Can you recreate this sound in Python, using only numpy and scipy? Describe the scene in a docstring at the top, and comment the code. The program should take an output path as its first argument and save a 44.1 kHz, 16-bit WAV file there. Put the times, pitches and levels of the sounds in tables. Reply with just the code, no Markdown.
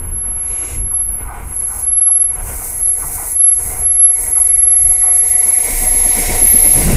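"""First you hear the rails sing: a piercing, beating tone near 11 kHz that swells over sizzle and wind.
Far knocks travel through the steel and arrive as falling chirps. An electric commuter train is running
up to the platform at speed: its wheels ring, the track roars and a flat spot thumps once a turn.
It arrives at the very end, and the air it pushes ahead (its bow wave) buffets the microphone.
The camera's gain control turns everything down whenever the song swells."""
import sys
import numpy as np
from scipy import signal
from scipy.fft import rfft, irfft
from scipy.io import wavfile

SR = 44100
rng = np.random.default_rng(int(sys.argv[2]) if len(sys.argv) > 2 else 0)


def to_wav(sig):
    """Store sig (one row per channel, or 1-D mono) as 16-bit WAV at the path in sys.argv[1].

    Samples outside -1..1 are clipped; the rate is SR.
    """
    pcm = np.clip(np.atleast_2d(sig), -1, 1) * 32767
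    pcm = np.round(pcm).astype(np.int16)
    wavfile.write(sys.argv[1], SR, pcm.T)  # frames by channels


N = 306936
TIME = np.arange(N) / SR
FREQ = np.maximum(np.arange(N // 2 + 1) * SR / N, 1)
SPEED_M_S = 24
ARRIVES_S, TRACK_M = 6.544, 6.83  # when the front wheels draw level, and how far away they pass

# How strongly the rails sizzle. Each row: time in seconds, level in dB.
SIZZLE_LEVELS = [(0, -39.5), (.4, -40.5), (.7, -32), (1.0, -42.5), (1.42, -42), (1.54, -30), (1.8, -22),
                 (1.95, -34), (2.17, -20), (2.3, -30), (2.5, -22), (3.4, -17.5), (4.0, -19.5), (4.2, -15),
                 (4.45, -16), (5.7, -10), (6.6, -10.5), (6.96, -8)]


def undb(db):
    """Turn decibels into a gain to multiply by."""
    return 10 ** (np.asarray(db) / 20)


def unit(x):
    """Scale a signal so that its typical size (standard deviation) is 1."""
    return x / np.std(x)


def colour(points):
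    """Join (Hz, dB) points into a full spectrum in dB, silent beyond its ends."""
    hz, db = np.transpose(points)
    return np.interp(np.log(FREQ), np.log(hz), db, left=-120, right=-120)


def noise(db):
    """Noise of typical size 1; the spectrum in dB sets only its tone colour."""
    real, imaginary = rng.standard_normal((2, len(FREQ)))
    return unit(irfft((real + 1j * imaginary) * undb(db), N))


def walk(rate):
    """A smooth random wobble of typical size 1 that changes about rate times a second."""
    return noise(-10 * (FREQ / max(rate, 1)) ** 2)


def ripple(spacing_hz):
    """Random peaks and dips for a spectrum, like the many resonances of a long steel body."""
    heights = rng.standard_normal(N // 2 + 1)
    return unit(np.interp(FREQ / spacing_hz, np.arange(len(heights)), heights))


def peak(hz, width_hz):
    """The power of one resonance at each frequency, 1 at its centre."""
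    return 1 / (1 + ((FREQ / hz - hz / FREQ) * hz / width_hz) ** 2)


def band_noise(hz, width_hz):
    """Noise gathered around one pitch."""
    return noise(20 * np.log10(peak(hz, width_hz)))


def swells(rows, rise_db_s, fall_db_s):
    """A gain that rises to each row's start, holds its level and falls after its end."""
    power = 0
    for start, end, db in rows:
        before, after = np.maximum(start - TIME, 0), np.maximum(TIME - end, 0)
        power = power + undb(db - rise_db_s * before - fall_db_s * after) ** 2
    return np.sqrt(power)


def approach(near_db, spread, loss_db_m):
    """A gain that grows until the train arrives: sound spreads out and fades with each metre."""
    distance = np.hypot(SPEED_M_S * np.maximum(ARRIVES_S - TIME, 0), TRACK_M)
    return undb(near_db - loss_db_m * (distance - TRACK_M)) * (TRACK_M / distance) ** spread


def rail_tones(rows, drift_hz, waver_db, main_hz=11129):
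    """The wheels keep the rail ringing; each tone wanders a little in pitch and strength."""
    tones = 0
    for offset, db in rows:
        hz = main_hz + offset + drift_hz * walk(4)
        tones = tones + undb(db + waver_db * walk(6)) * np.sin(2 * np.pi * np.cumsum(hz) / SR)
    return unit(tones)


def rail_song(murmur_db=-7):
    """A piercing tone beats with its neighbours; close by, friction turns it into a rough screech."""
    # The song's swells. Each row: start and end in seconds, level in dB, then the partners
    # and the lower group in relative dB.
    song_swells = [(0, .1, -24, -1.5, -19), (0.152, 0.618, -13.5, -18, -14), (0.792, 0.88, -13, -23, -14.5),
                   (0.942, 1.017, -5, -17, -14.5), (1.066, 1.153, -14.5, 5, -7.5),
                   (1.566, 1.675, -13.5, -17, -6.5), (1.871, 1.946, -2, -4, -17),
                   (1.987, 2.228, 4, -6.5, -16), (2.845, 2.9, 0.5, -31, -9.5),
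                   (3.417, 3.49, 9.5, -6.5, -15.5), (3.858, 3.925, 2, -13, -22),
                   (4.025, 4.054, 13, -12.5, -18), (4.346, 4.622, 2.5, 0.5, -13.5),
                   (4.61, 4.92, 5.5, -10.5, -15.5), (5.02, 5.22, 4.5, -16, -22),
                   (5.318, 5.575, 2.5, -3, -17), (5.875, 6.136, 1, -9.5, -14.5),
                   (6.444, 6.732, 9, -11, -11.5)]
    # Rail tones that beat with the main one. Each row: offset from it in Hz, level in dB.
    partner_tones = [(22.5, 0), (-42, -13), (-55, -14)]
    # A rougher group just below. Each row: offset in Hz, level in dB.
    lower_tones = [(-189, 0), (-209, -6), (-143, -9)]
    # The scraping noise around the tones. Each row: frequency in Hz, level in dB.
    scrape_colour = [(10500, -50), (10850, -16), (11000, -8), (11100, 0), (11160, 0), (11220, -11),
                     (11350, -19), (11480, -45)]
    # The screech. 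Each row: frequency in Hz, level in dB.
    screech_colour = [(9500, -47), (10600, -14), (11150, 16), (11400, -37), (11620, 13), (11800, -16),
                      (12280, -1), (12500, -35), (14000, -54)]
    # A thin side tone while the train is far. Each row: start and end in seconds, level in dB.
    side_swells = [(0, .5, -37), (.92, 1.16, -25.5)]
    slopes = dict(rise_db_s=230, fall_db_s=163)
    start, end, db, partner_db, lower_db = np.transpose(song_swells)
    main_db = db - 10 * np.log10(1 + undb(partner_db) ** 2)  # main tone and partners share the power
    main_gain = swells(zip(start, end, main_db), **slopes)
    partner_gain = swells(zip(start, end, main_db + partner_db), **slopes)
    lower_gain = swells(zip(start, end, db + lower_db), **slopes)
    main = rail_tones([(0, 0)], drift_hz=1.2, waver_db=.2)
    partners = rail_tones(partner_tones, drift_hz=1.2, waver_db=.8) + .45 * noise(colour(scrape_colour))
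    lower = rail_tones(lower_tones, drift_hz=2.7, waver_db=1.0) + undb(2.5) * noise(colour(scrape_colour))
    tone = main_gain * main + partner_gain * partners + lower_gain * lower
    # between swells the sizzle keeps the tones faintly alive
    murmur = undb(murmur_db + np.interp(TIME, *np.transpose(SIZZLE_LEVELS)))
    murmur *= unit(main + partners + lower)
    harshness = approach(near_db=1.5, spread=1.64, loss_db_m=0)
    screech = harshness * np.hypot(main_gain, partner_gain) * noise(colour(screech_colour) + ripple(26))
    side = swells(side_swells, **slopes) * band_noise(hz=11880, width_hz=110)
    return (tone + screech) / np.sqrt(1 + harshness ** 2) + murmur + side


def rail_sizzle():
    """Rough steel rolls on steel and stirs the rail's many high resonances."""
    # The sizzle. Each row: frequency in Hz, level in dB.
    sizzle_colour = [(3500, -31.5), (5400, -22), (6200, -13), (7000, -13), (8700, -2.5), (10000, -0.5),
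                     (11000, -2.5), (12200, -2), (13000, -10), (14400, -8), (15700, -20)]
    spectrum = colour(sizzle_colour) + 2.8 * ripple(12)
    level_db = np.interp(TIME, *np.transpose(SIZZLE_LEVELS)) + 1.7 * walk(16.7)
    return undb(level_db) * noise(spectrum)


def track_roar(far_db=-34):
    """A far wash of noise gives way to the deep resonances of the track as the train nears."""
    # The wash. Each row: frequency in Hz, level in dB.
    wash_colour = [(60, 16), (170, 1.5), (280, 5), (550, -1), (1000, 2.5), (1300, 0), (1520, 1),
                   (1680, -6.5), (2400, -7), (4000, -24.5)]
    # Resonances of track and car bodies. Each row: pitch in Hz, width in Hz, level in dB.
    resonances = [(160, 11, -9), (256, 15, -7.5), (322, 22, 0), (461.7, 80, 3), (630, 94, -1), (725, 50, 7),
                  (790, 120, -4.5), (938, 56, -1.5), (1000, 160, -7)]
    wash = noise(colour(wash_colour) + 2 * ripple(24.83))
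    wash *= undb(far_db) + approach(near_db=-23, spread=1.24, loss_db_m=0.05)
    power = sum(undb(db) ** 2 * peak(hz, width) ** 2.07 for hz, width, db in resonances)
    track = approach(near_db=-16, spread=.45, loss_db_m=0.1348) * noise(10 * np.log10(power))
    return undb(2.4 * walk(16.3)) * (wash + track)


def wind(breeze_db=-24, hiss_db=-61):
    """A gusty breeze buffets the microphone over a faint, steady outdoor hiss."""
    # The gusts. Each row: start and end in seconds, level in dB.
    gusts = [(.08, .32, -21), (.78, .85, -14), (3.65, 3.9, -21), (4.25, 4.75, -20), (4.84, 4.88, -13.5),
             (5.7, 6.8, -17.5)]
    # The wind's rumble. Each row: frequency in Hz, level in dB.
    wind_colour = [(8, -6), (22, 1.5), (35, 0), (50, -2), (72, -5.5), (110, -13), (170, -23.5), (400, -31),
                   (1200, -59)]
    strength = np.hypot(undb(breeze_db), swells(gusts, rise_db_s=180, fall_db_s=145))
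    buffet = strength * undb(2.55 * walk(8.0)) * noise(colour(wind_colour))
    return buffet + undb(hiss_db) * band_noise(hz=4500, width_hz=2500)


def swish():
    """Two short, bright scrapes with a few resonances, early on."""
    # The scrapes. Each row: start and end in seconds, level in dB.
    scrapes = [(.5, .6, -33), (.65, .76, -29)]
    # Their tone colour. Each row: frequency in Hz, level in dB.
    swish_colour = [(150, -40), (250, -5), (393, -4), (438, -10), (489, 0), (554, -18), (608, -31),
                    (986, -18), (1210, -32), (1330, -24), (1870, -18), (2290, -4), (3380, -19), (3830, -13),
                    (4340, -25), (7150, -7), (10400, -13), (13500, -42), (22000, -120)]
    gain = swells(scrapes, rise_db_s=107, fall_db_s=206.5)
    return gain * noise(colour(swish_colour) + 2.5 * ripple(60))


def far_knocks(rise_s=0.0032, travel_s=0.0509):
    """High notes run faster along a bending rail, so each far knock arrives as a falling chirp."""
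    # The knocks. Each row: start in seconds, level in dB, decay time in seconds.
    knocks = [(.9, -29.5, 0.042), (1.222, -31.5, 0.17), (1.274, -26.5, 0.049), (1.335, -36, 0.05),
              (1.68, -30.5, 0.16), (2.06, -21.5, .04), (2.59, -31, 0.065), (3.012, -23, 0.042),
              (3.16, -27, 0.062), (3.74, -30, 0.1), (4.352, -15.5, 0.037), (5.012, -19.5, 0.087)]
    # The struck steel. Each row: frequency in Hz, level in dB.
    steel_colour = [(350, -50), (750, 12), (1100, 9.5), (1520, 9.5), (1700, -12), (2200, 0), (3000, -47)]
    force = 0
    for start, db, decay in knocks:
        age = np.maximum(TIME - start, 0)
        force = force + undb(db) * (1 - np.exp(-age / rise_s)) * np.exp(-age / decay)
    steel = noise(colour(steel_colour) + 2.0 * ripple(30.9))
    lag_s = travel_s * (np.sqrt(1600 / np.maximum(FREQ, 200)) - 1)  # delay behind the 1600 Hz part
    phase = 2 * np.pi * np.cumsum(lag_s) * SR / N
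    return irfft(rfft(force * steel) * np.exp(-1j * phase), N)


def wheel_ring():
    """Rolling makes the wheels ring near 2 kHz; a few notes swell and fade on their own."""
    # The wheels' notes. Each row: pitch in Hz, width in Hz, level in dB.
    wheel_notes = [(1951, 39, -10), (2137, 29, -9.5), (2197, 93, -9), (2313, 110, -15.5)]
    # The broad ring under them. Each row: frequency in Hz, level in dB.
    wheel_colour = [(1350, -56), (1720, -5.5), (1930, 0.5), (2130, 5.5), (2360, 1), (2480, -18),
                    (2900, -18), (3300, -48)]
    notes = sum(undb(db + 3.9 * walk(8.0)) * band_noise(hz, width) for hz, width, db in wheel_notes)
    flutter = undb(1.13 * walk(31))
    broad = noise(colour(wheel_colour) + 1.9 * ripple(20))
    return approach(near_db=-17.5, spread=.1, loss_db_m=0.2543) * flutter * unit(broad + notes)


def air_rush():
    """Air rushes ahead of the train with a bright hiss."""
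    # The rush. Each row: frequency in Hz, level in dB.
    rush_colour = [(700, -28), (1500, -4.5), (2700, 4.5), (3150, -3), (3700, 2), (4400, 0.5), (5300, 0.5),
                   (7000, 7.5), (9000, 4.5), (15000, -52)]
    gain = approach(near_db=-13, spread=0.24, loss_db_m=0.44)
    return gain * noise(colour(rush_colour) + 2.55 * ripple(40))


def wheel_flat(wheel_round_m=2.875, strike_s=6.068, rise_s=0.018, ring_s=0.026):
    """A worn spot pounds the rail on each turn, and the sleepers below answer dully."""
    # The thump. Each row: frequency in Hz, level in dB.
    thump_colour = [(70, -12), (170, 8.5), (290, 7.5), (460, 1.5), (600, 3), (1200, -32)]
    turn_s = wheel_round_m / SPEED_M_S
    age = (TIME - strike_s) % turn_s  # the other strikes lie whole turns from strike_s
    force = np.exp(-age / ring_s) + np.exp((age - turn_s) / rise_s)
    return approach(near_db=-6.5, spread=0.77, loss_db_m=0.5) * force * noise(colour(thump_colour))


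def ground_throb(throb_hz=26, wander_hz=2.73):
    """The ground throbs under the weight of the nearing cars."""
    # The throbs. Each row: start and end in seconds, level in dB.
    throbs = [(5.76, 6.05, -8.5), (6.22, 6.96, -8)]
    phase = 2 * np.pi * np.cumsum(throb_hz + wander_hz * walk(6.05)) / SR
    return swells(throbs, rise_db_s=190, fall_db_s=133) * np.sqrt(2) * np.sin(phase)


def bow_wave():
    """The air pushed by the train's nose hits the microphone."""
    # The blasts. Each row: start and end in seconds, level in dB.
    blasts = [(6.77, 6.86, -5), (6.89, 6.96, 3.5)]
    # Their deep tone colour. Each row: frequency in Hz, level in dB.
    blast_colour = [(15, 3), (60, 5), (82, 2.5), (110, -7), (145, 5), (230, -9), (500, -16.5), (1000, -29),
                    (3000, -29)]
    return swells(blasts, rise_db_s=214, fall_db_s=120) * noise(colour(blast_colour))


def gain_control(x, knee_db=-26.5, ratio=1.827, react_s=0.015):
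    """The gain falls as the power, smoothed with a short look-ahead, rises above the knee level."""
    keep = np.exp(-1 / (react_s * SR))
    power = signal.filtfilt([1 - keep], [1, -keep], x ** 2, padtype="even", padlen=SR // 10)
    return x * (1 + power / undb(knee_db) ** 2) ** ((1 / ratio - 1) / 2)


def scene():
    """Everything as it reaches the platform, in one channel."""
    early = rail_song() + rail_sizzle() + track_roar() + wind() + swish() + far_knocks()
    late = wheel_ring() + air_rush() + wheel_flat() + ground_throb() + bow_wave()
    return (early + late)[None]


def record(dry):
    """The camera turns loud moments down, clips the highest peaks and cuts the top treble."""
    treble_cut = signal.ellip(12, .1, 90, 15700, fs=SR, output="sos")
    return signal.sosfilt(treble_cut, np.clip(gain_control(dry), -.9, .9))


dry = scene()
out = record(dry)
to_wav(out)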